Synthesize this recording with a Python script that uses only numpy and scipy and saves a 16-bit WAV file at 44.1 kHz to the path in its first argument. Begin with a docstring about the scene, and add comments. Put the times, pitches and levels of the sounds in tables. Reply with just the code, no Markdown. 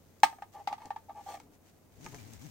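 """Steel watch parts snap and knock together in the hands, ringing the case and the hollow of the hands.
Each blow sums decaying modes and a noise crack; finger strokes drive similar modes with trains of tiny slips.
Small fittings tick, the buckle clinks, fingers bump and squeak, and cloth slides as filtered noise.
At the end the ribbed nylon strap is pulled through: its ribs make a low harmonic purr under a hiss.
All is close, with short echoes and a faint tail, over quiet air and a low wavering hum."""
import sys
import numpy as np
from scipy import signal
from scipy.fft import rfft, irfft
from scipy.io import wavfile

SR = 44100
rng = np.random.default_rng(int(sys.argv[2]) if len(sys.argv) > 2 else 0)


def waveform_to_disk(signal):
    """Save audio, clipped to [-1, 1], as 16-bit WAV at the path in sys.argv[1]."""
    frames = np.transpose(np.atleast_2d(signal))
    scaled = np.clip(frames, -1, 1) * 32767
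    samples = np.round(scaled).astype(np.int16)
    wavfile.write(sys.argv[1], SR, samples)


N = 110250
T = np.arange(N) / SR  # time (s)

# Quiet air of the room. Each row: frequency in Hz, relative level in dB.
AIR_SPECTRUM = [(20, -12.5), (55, -7.5), (169, -4.5), (313, -6), (741, -13.5), (945, -18.5), (2920, -34.5),
                (6380, -36), (15500, -29)]
AIR_DB, HUM_HZ, HUM_DB = -63, 92.5, -69.5
HUM_WAVER_HZ, HUM_WAVER_RATE_HZ = 2.5, 10  # rms pitch deviation and how fast it wanders

# Cloth sliding over skin and steel. Each row: time in seconds, level in dB.
SLIDE = [(0, -65), (.52, -68), (.538, -53.5), (.56, -63.5), (1.12, -67), (1.24, -57.5), (1.29, -50.5),
         (1.35, -50.5), (1.39, -61.5), (1.5, -72), (1.545, -60.5), (1.58, -72.5), (1.69, -60),
         (1.72, -66.5), (2.0, -69)]
# Spectrum of the sliding weave. Each row: frequency in Hz, relative level in dB.
CLOTH_SPECTRUM = [(200, -5), (850, 0), (2200, 3), (3500, 1), (6600, 1.5), (10000, -7), (15000, 5.5)]
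WEAVE_SNAGS_PER_S, SNAG_SPREAD_DB = 450, 3.5  # threads catch and let go
# The strap is pulled through. Each row: time in seconds, ribs per second, purr in dB, hiss in dB.
PULL = [(1.921, 52.6, -70.5, -72.5), (1.972, 65, -57.5, -65.5), (1.997, 116, -50, -63),
        (2.032, 156, -50.5, -53.5), (2.07, 183, -53.5, -55), (2.116, 120, -48.5, -51.5),
        (2.16, 144, -48, -54.5), (2.2, 115, -48, -52), (2.243, 88, -48, -59), (2.281, 125, -48, -56.5),
        (2.355, 104, -48.5, -54.5), (2.386, 56.5, -56.5, -62), (2.422, 125, -47.5, -53.5),
        (2.454, 170, -47, -53), (2.5, 89, -50, -55.5)]
RIB_HARMONICS_DB = [6.5, -0.5, -19.5, -33]  # relative levels from the fundamental upward
RIB_JITTER, RIB_GATING = 0.061, 0.2  # rms share of the rib rate; depth of the hiss modulation
PURR_PAN_DB = 15  # left over right

# Light ticks of buckle and keepers. Each row: start in seconds, level in dB, tilt in dB per octave.
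TICKS = [(0.2025, -51, 4), (0.8567, -44.5, 0), (1.4005, -48, 0.5), (2.0445, -45, 2), (2.052, -46, 0),
         (2.0632, -37, -6), (2.1455, -41, -.5), (2.335, -40.5, 6)]
# Spectrum of a tick. Each row: frequency in Hz, relative level in dB.
TICK_SPECTRUM = [(200, -3.5), (900, -10), (2000, 9.5), (3500, 0.5), (6000, 8), (8000, 2), (10500, -10.5),
                 (15000, -2.5)]
TICK_T60_S, TICK_PULSE_DB = 0.014, 8  # pulse peak relative to the rattle

# Knocks on the case. Each row: start in seconds, hollow ring in dB, steel ring in dB, crack in dB,
# hollow pitch in Hz.
KNOCKS = [(0.2324, -5.5, -17.5, -18, 863), (0.327, -43.5, -48.5, -57.5, 808), (0.3849, -47, -55, -59, 785),
          (0.4212, -33, -43.5, -47, 845), (0.6733, -21.5, -50, -34, 846.5), (0.7269, -26.5, -46, -39, 837),
          (0.7804, -44, -55, -53, 895), (0.818, -39.5, -59, -52.5, 924), (0.9045, -25.5, -46.5, -46, 859),
          (0.9610, -32, -49.5, -48, 898), (1.0945, -37.5, -51.5, -59, 796), (1.4004, -53, -75, -53.5, 888),
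          (2.0630, -43, -45.5, -66, 903)]
# Modes of the steel case. Each row: frequency in Hz, relative level in dB, left minus right in dB.
STEEL_MODES = [(1245, 2, -4), (1610, -1, -2), (1770, 4, -2), (1896, -4, 0), (2158, 0, 3), (2250, -3, 2),
               (2573, -3, 0), (2905, -4, 0), (3255, -2, -6), (3920, -5, 0), (4255, -5, 0), (5405, -7, 5),
               (6130, -6, 3), (6612, -9, 0), (8300, -10.5, -14)]
STEEL_T60_S, STEEL_DAMPING = 0.068, 0.3  # t60 of the lowest mode; exponent of its fall with frequency
STEEL_WAVER, STEEL_WAVER_HZ = 0.008, 150  # rms share of the pitch; how fast it wanders
STRIKE_SPREAD_DB = 1.2  # chance in each mode's level
HOLLOW_RISE_S, HOLLOW_SHAPE = 0.0038, 2.3  # time to the peak; exponent that narrows the pulse
HOLLOW_SAG, HOLLOW_SETTLE_S = 0.11, 0.0039  # the hollow starts flat and settles on its pitch
# The longer, weaker ring of the hollow, relative to the main pulse.
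AFTER_HZ, AFTER_DB, AFTER_T60_S, AFTER_RISE_S = 902, -7.5, 0.089, 0.012
# The hollow keeps fluttering as the parts settle.
FLUTTER_DB, FLUTTER_T60_S, FLUTTER_WIDTH_HZ = -28.5, 0.2, 100
# Side modes of the hollow. Each row: frequency in Hz, relative level in dB, t60 in seconds.
SIDE_MODES = [(675, -17, 0.056), (1168, -21.5, 0.092)]
# Spectrum of the crack. Each row: frequency in Hz, relative level in dB.
CRACK_SPECTRUM = [(60, -24), (260, 1), (560, -9), (850, 11), (1500, -0.5), (2100, 3.5), (4400, -1),
                  (6000, -6.5), (10000, -15), (15000, -4)]
CRACK_T60_S = 0.061
RATTLE_DB, RATTLE_GRAIN_DB = -23, 4  # level relative to the crack; rms unevenness
SOFT_TILT, SOFT_STEEL_TILT = 0.079, 0.32  # softer blows are duller (dB per octave for each dB)

# Finger strokes on the metal. Each row: start in seconds, length in seconds, hollow ring in dB,
# scrape in dB, hollow pitch in Hz; levels hold before the stroke's swell.
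RUBS = [(0.531, 0.094, -47, -65.5, 835), (0.694, 0.046, -43, -61.5, 863), (0.787, 0.11, -51.5, -64, 822),
        (1.083, 0.041, -46.5, -69, 837), (1.147, 0.076, -46, -66.5, 846), (1.262, 0.068, -40.5, -60.5, 807),
        (1.309, 0.074, -46.5, -57, 766)]
RUB_WIDTH_HZ, SLIPS_PER_S, SLIP_SPREAD_DB = 117, 900, 1.5
RUB_STEEL_DB, RUB_SIDE_DB = -1.5, -10  # steel relative to the scrape; side modes to the hollow
RUB_STEEL_TILT_DB = -0.5  # rubbing wakes the high modes less (dB per octave)
STROKE_SHAPE = 0.61  # exponent of the half-sine swell

# Clinks of the loose buckle. Each row: start in seconds, frequency in Hz, level in dB.
CLINKS = [(0.6735, 4760, -41), (0.674, 1310, -42.5), (0.728, 1237, -41.5), (0.906, 1820, -45.5),
          (1.401, 2200, -60), (2.185, 2355, -50.5)]
CLINK_T60_S = 0.053

# Soft bumps of the fingers. Each row: start in seconds, level in dB before the swell, length in seconds.
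BUMPS = [(0.842, -53.5, 0.042), (1.341, -64.5, 0.25), (2.042, -48.5, 0.04), (2.121, -49, 0.048)]
# Dull spectrum of bumps and of the purr's buzz. Each row: frequency in Hz, relative level in dB.
DULL_SPECTRUM = [(130, -3), (300, 4), (550, -7), (900, -4.5), (1500, -31)]

# Squeak as the fingers rub. Each row: time in seconds, top pitch in Hz, level in dB.
SQUEAK = [(1.262, 8150, -78), (1.289, 8420, -63), (1.328, 8680, -64.5), (1.351, 8300, -67),
          (1.372, 7800, -85)]
# Partials of the squeak. Each row: share of the top pitch as a ratio, relative level in dB.
SQUEAK_PARTIALS = [(1, -6), (0.68, -3), (0.51, -2), (0.41, -4.5), (.385, -2)]
SQUEAK_WIDTH_HZ, SQUEAK_PAN_DB = 65, -5.5

# A hiss that swells steeply with the speed of the strap; its level is that at full speed.
ZIP_HZ, ZIP_WIDTH_HZ, ZIP_DB, ZIP_POWER = 6250, 800, -63.5, 3.7

# Decay of the late tail. Each row: frequency in Hz, t60 in seconds.
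TAIL_T60 = [(200, .3), (900, 0.26), (3000, 0.24), (7000, 0.35), (15000, 0.52)]
TAIL_DB, EARLY_DB, EARLY_T60_S = -18, -10, 0.06
# Colour of the two microphone ports. Each row: frequency in Hz, left in dB, right in dB.
PORTS = [(1000, 0, 0), (2150, 2, -2.5), (3200, -5, 0), (5100, -1, -3.5), (6730, 3, -4), (8300, -4, 3.5),
         (9800, -3.5, -1.5), (15400, -11.5, -11.5)]
EDGE_HZ = 15900  # band limit


def amp(db):
    """Logarithmic level: decibels to amplitude gain."""
    return 10 ** (np.asarray(db) / 20)


def evened(x):
    """Normalisation: scales to an rms of one."""
    return x / np.sqrt(np.mean(x ** 2) + 1e-20)


def pan(db):
    """Level-difference panning: left and right gains."""
    return amp(np.array([[db / 2], [-db / 2]]))


def read(points, hz):
    """Interpolation of a table on a log-frequency axis."""
    f, value = np.transpose(points)
    return np.interp(np.log(hz + 1), np.log(f), value)


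def colour(x, points, tilt_db=0):
    """Minimum-phase filtering with a given spectrum, tilted per octave about 4 kHz."""
    hz = abs(np.fft.fftfreq(4096, 1 / SR))
    tilt = tilt_db * np.log2(np.maximum(hz, 800) / 4000)
    log_gain = np.log(amp(read(points, hz) + tilt))
    # The Hilbert transform of the log gain supplies the phase of a causal filter.
    response = np.exp(np.conj(signal.hilbert(log_gain)))
    taps = np.fft.ifft(response).real[:2048]
    return signal.fftconvolve(x, taps[None], axes=1)[:, :x.shape[1]]


def add(mix, s, sound):
    """Superposition: mixes a sound in at a time in seconds."""
    part = mix[:, max(round(s * SR), 0):][:, :sound.shape[1]]
    part += sound[:, :part.shape[1]]


def drift(hz, size=N):
    """Slow random wander: white noise under a Gaussian low-pass."""
    spectrum = rfft(rng.standard_normal(size))
    low_pass = np.exp(-(np.fft.rfftfreq(size, 1 / SR) / hz) ** 2)
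    return evened(irfft(spectrum * low_pass, size))


def noise(points, size=N, tilt_db=0):
    """Coloured noise, uncorrelated in the two ports."""
    return evened(colour(rng.standard_normal((2, size)), points, tilt_db))


def slips(per_s, spread_db):
    """Stick-slip friction as random impulses of uneven size and either sign."""
    sizes = amp(spread_db * np.minimum(rng.exponential(1, N), 4))
    signs = rng.choice([-1, 1], N)
    return sizes * signs * (rng.random(N) < per_s / SR)


def fuzzy(turn, width_hz):
    """Narrow-band noise: two random envelopes in quadrature follow a phase curve."""
    in_phase = drift(width_hz, size=len(turn)) * np.cos(turn)
    quadrature = drift(width_hz, size=len(turn)) * np.sin(turn)
    return in_phase + quadrature


def room_tone(shared=0.26):
    """Partly correlated noise is the air; frequency modulation makes the low hum waver."""
    air = noise(AIR_SPECTRUM)
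    air = evened(air + shared * air[::-1])
    pitch = HUM_HZ + HUM_WAVER_HZ * drift(HUM_WAVER_RATE_HZ)
    hum = evened(np.sin(2 * np.pi * np.cumsum(pitch) / SR))
    return amp(AIR_DB) * air + amp(HUM_DB) * hum * pan(2)


def strap(grit_share=0.73, jitter_hz=60, patchy_db=2, patch_hz=60, uneven_db=2, uneven_hz=45, buzz_db=-12):
    """Friction makes the weave hiss; periodic passage of uneven ribs over the bar makes it purr."""
    s, rate, purr_db, hiss_db = np.transpose(PULL)
    rib_rate = np.interp(T, s, rate) * (1 + RIB_JITTER * drift(jitter_hz))
    turn = 2 * np.pi * np.cumsum(rib_rate) / SR
    ribs = 0
    for k, db in enumerate(RIB_HARMONICS_DB):
        ribs = ribs + amp(db + uneven_db * drift(uneven_hz)) * np.cos((k + 1) * turn)
    purr = evened(ribs) * amp([[0], [-PURR_PAN_DB]]) + amp(buzz_db) * noise(DULL_SPECTRUM)
    purr = purr * amp(np.interp(T, s, purr_db, left=-120))
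    snags = np.array([slips(WEAVE_SNAGS_PER_S, SNAG_SPREAD_DB) for port in range(2)])
    grit = evened(colour(snags, CLOTH_SPECTRUM))
    weave = evened(noise(CLOTH_SPECTRUM) + grit_share * grit)
    pulled = amp(np.interp(T, s, hiss_db, left=-120) + patchy_db * drift(patch_hz))
    pulled = pulled * (1 + RIB_GATING * np.cos(turn))
    sliding = amp(np.interp(T, *np.transpose(SLIDE)))
    return purr + weave * (pulled + sliding)


def ticks():
    """Impulsive contact of small fittings: one sharp pulse and a short noise rattle."""
    out, t = np.zeros((2, N)), T[:SR // 10]
    for s, db, tilt_db in TICKS:
        pulse = colour(np.tile(t == 0, (2, 1)) * 1., TICK_SPECTRUM, tilt_db)
        pulse = amp(TICK_PULSE_DB) * pulse / abs(pulse).max()
        rattle = noise(TICK_SPECTRUM, size=len(t), tilt_db=tilt_db) * amp(-60 * t / TICK_T60_S)
        add(out, s, amp(db) * (rattle - pulse))
    return out


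def steel_ring(t, tilt_db):
    """Modal decay: higher modes die sooner, and the grip of the fingers makes each one waver."""
    out, lowest = 0, STEEL_MODES[0][0]
    for (hz, db, side), chance in zip(STEEL_MODES, rng.standard_normal(len(STEEL_MODES))):
        t60 = STEEL_T60_S * (lowest / hz) ** STEEL_DAMPING
        start_db = db + tilt_db * np.log2(hz / lowest) + STRIKE_SPREAD_DB * chance
        level = amp(start_db - 60 * t / t60)
        pitch = hz * (1 + STEEL_WAVER * drift(STEEL_WAVER_HZ, size=len(t)))
        cycles = np.cumsum(pitch) / SR + rng.random()
        out = out + pan(side) * level * np.sin(2 * np.pi * cycles)
    return out / 2


def side_ring(t):
    """Cavity side modes: weaker damped sines on both sides of the hollow's pitch."""
    return sum(amp(db - 60 * t / t60) * np.sin(2 * np.pi * hz * t) for hz, db, t60 in SIDE_MODES)


def hollow_ring(t, hz):
    """Cavity resonance: a brief pulse that starts flat, a longer weaker ring and a flutter."""
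    lag_s = HOLLOW_SAG * HOLLOW_SETTLE_S * (1 - np.exp(-t / HOLLOW_SETTLE_S))
    u = t / HOLLOW_RISE_S
    pulse = (u * np.exp(1 - u)) ** HOLLOW_SHAPE * np.sin(2 * np.pi * hz * (t - lag_s))
    after_level = amp(AFTER_DB - 60 * t / AFTER_T60_S) * (1 - np.exp(-(t / AFTER_RISE_S) ** 2))
    after = after_level * np.sin(2 * np.pi * AFTER_HZ * (t - lag_s))
    flutter = amp(FLUTTER_DB) * settling(t) * fuzzy(2 * np.pi * hz * t, FLUTTER_WIDTH_HZ)
    return pulse + after + flutter


def settling(t):
    """Exponential decay with a soft onset, as the parts come to rest."""
    return amp(-60 * t / FLUTTER_T60_S) * (1 - np.exp(-t / AFTER_RISE_S))


def knocks(steel_rise_s=0.001):
    """Impact excitation: a crack, steel and hollow modes, and a grainy rattle dying away."""
    out, t = np.zeros((2, N)), T[:SR // 4]
    for s, hollow_db, steel_db, crack_db, hz in KNOCKS:
        softer_db = hollow_db - KNOCKS[0][1]  # relative to the first blow
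        grain_db = RATTLE_GRAIN_DB * drift(STEEL_WAVER_HZ, size=len(t))
        rattle = settling(t) * amp(RATTLE_DB + grain_db)
        crack = noise(CRACK_SPECTRUM, size=len(t), tilt_db=SOFT_TILT * softer_db)
        crack = crack * (amp(-60 * t / CRACK_T60_S) + rattle)
        steel = amp(steel_db) * steel_ring(t, SOFT_STEEL_TILT * softer_db)
        modes = (steel - amp(hollow_db) * side_ring(t)) * (1 - np.exp(-t / steel_rise_s))
        add(out, s, modes + amp(crack_db) * crack - amp(hollow_db) * hollow_ring(t, hz))
    return out


def rubs():
    """Stick-slip excitation: strokes of tiny slips drive the hollow and steel by convolution."""
    out, t = np.zeros((2, N)), T[:SR // 10]
    for s, length, hollow_db, scrape_db, hz in RUBS:
        size = int(length * SR)
        grit = slips(SLIPS_PER_S, SLIP_SPREAD_DB)[None, :size + len(t) - 1]
        hollow = t * np.exp(-np.pi * RUB_WIDTH_HZ * t) * np.sin(2 * np.pi * hz * t)
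        ring = evened(signal.fftconvolve(grit, hollow[None], "valid"))
        side_modes = evened(signal.fftconvolve(grit, side_ring(t)[None], "valid"))
        ring = ring + amp(RUB_SIDE_DB) * side_modes
        case = steel_ring(t, RUB_STEEL_TILT_DB)
        steel = evened(np.array([signal.fftconvolve(grit[0], side, "valid") for side in case]))
        scrape = evened(colour(grit, CRACK_SPECTRUM)[:, -size:]) + amp(RUB_STEEL_DB) * steel
        stroke = np.sin(np.pi * np.arange(size) / size) ** STROKE_SHAPE
        add(out, s, stroke * (amp(hollow_db) * ring + amp(scrape_db) * scrape))
    return out


def clinks():
    """Single-mode decay: a loose part of the buckle rings with one short note."""
    out, t = np.zeros((2, N)), T[:SR // 10]
    for s, hz, db in CLINKS:
        note = amp(db - 60 * t / CLINK_T60_S) * np.sin(2 * np.pi * hz * t)
        add(out, s, note[None])
    return out


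def bumps(bump_pan_db=2):
    """Soft contact: fingers shift their grip with half-sine swells of dull noise."""
    out = np.zeros((2, N))
    for s, db, length in BUMPS:
        size = int(length * SR)
        swell = np.sin(np.pi * np.arange(size) / size)
        thud = noise(DULL_SPECTRUM, size=size)[:1]
        add(out, s, thud * amp(db) * swell * pan(bump_pan_db))
    return out


def squeak():
    """Friction-stirred resonance: thin, wavering partials arch together in pitch."""
    s, hz, db = np.transpose(SQUEAK)
    turn = 2 * np.pi * np.cumsum(np.interp(T, s, hz)) / SR
    whistle = 0
    for share, part_db in SQUEAK_PARTIALS:
        whistle = whistle + amp(part_db) * fuzzy(share * turn, SQUEAK_WIDTH_HZ)
    level = amp(np.interp(T, s, db, left=-120, right=-120))
    return whistle * level * pan(SQUEAK_PAN_DB)


def zip_hiss():
    """Speed-dependent friction: at its fastest the weave sings against the edge of the bar."""
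    s, rate = np.transpose(PULL)[:2]
    speed = np.interp(T, s, rate, left=0) / rate.max()
    hiss = fuzzy(2 * np.pi * ZIP_HZ * T, ZIP_WIDTH_HZ)
    return amp(ZIP_DB) * speed ** ZIP_POWER * hiss * pan(PURR_PAN_DB / 2)


def room(x, early_delay_s=0.004, tail_delay_s=0.013):
    """Reflection and reverberation: quick echoes off table and hands, then a faint tail."""
    t = T[:SR // 2]
    early, late = rng.standard_normal((2, 2, len(t)))
    sparse = rng.random(early.shape) < 0.05
    early = evened(early * sparse * (t > early_delay_s) * amp(-60 * t / EARLY_T60_S))
    # Each frequency of the tail decays at its own rate.
    hz, at, z = signal.stft(late, SR, nperseg=256)
    decay = amp(-60 * at / read(TAIL_T60, hz)[:, None])
    late = signal.istft(z * decay, SR, nperseg=256)[1][:, :len(t)]
    late = evened(late * (t > tail_delay_s))
    echoes = (amp(EARLY_DB) * early + amp(TAIL_DB) * late) / np.sqrt(len(t))
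    return x + signal.fftconvolve(x, echoes, axes=1)[:, :N]


def scene():
    """Superposition of the handling sounds in the room, filtered by the two ports, over room tone."""
    handling = strap() + ticks() + knocks() + rubs() + clinks() + bumps() + squeak() + zip_hiss()
    near = room(handling)
    hz, left_db, right_db = np.transpose(PORTS)
    left = colour(near[:1], np.column_stack([hz, left_db]))
    right = colour(near[1:], np.column_stack([hz, right_db]))
    return np.vstack([left, right]) + room_tone()


def record(dry):
    """Band limitation by a linear-phase low-pass."""
    low_pass = signal.firwin(511, EDGE_HZ, window=("kaiser", 9), fs=SR)
    return signal.oaconvolve(dry, low_pass[None], "same")


dry = scene()
out = record(dry)
waveform_to_disk(out)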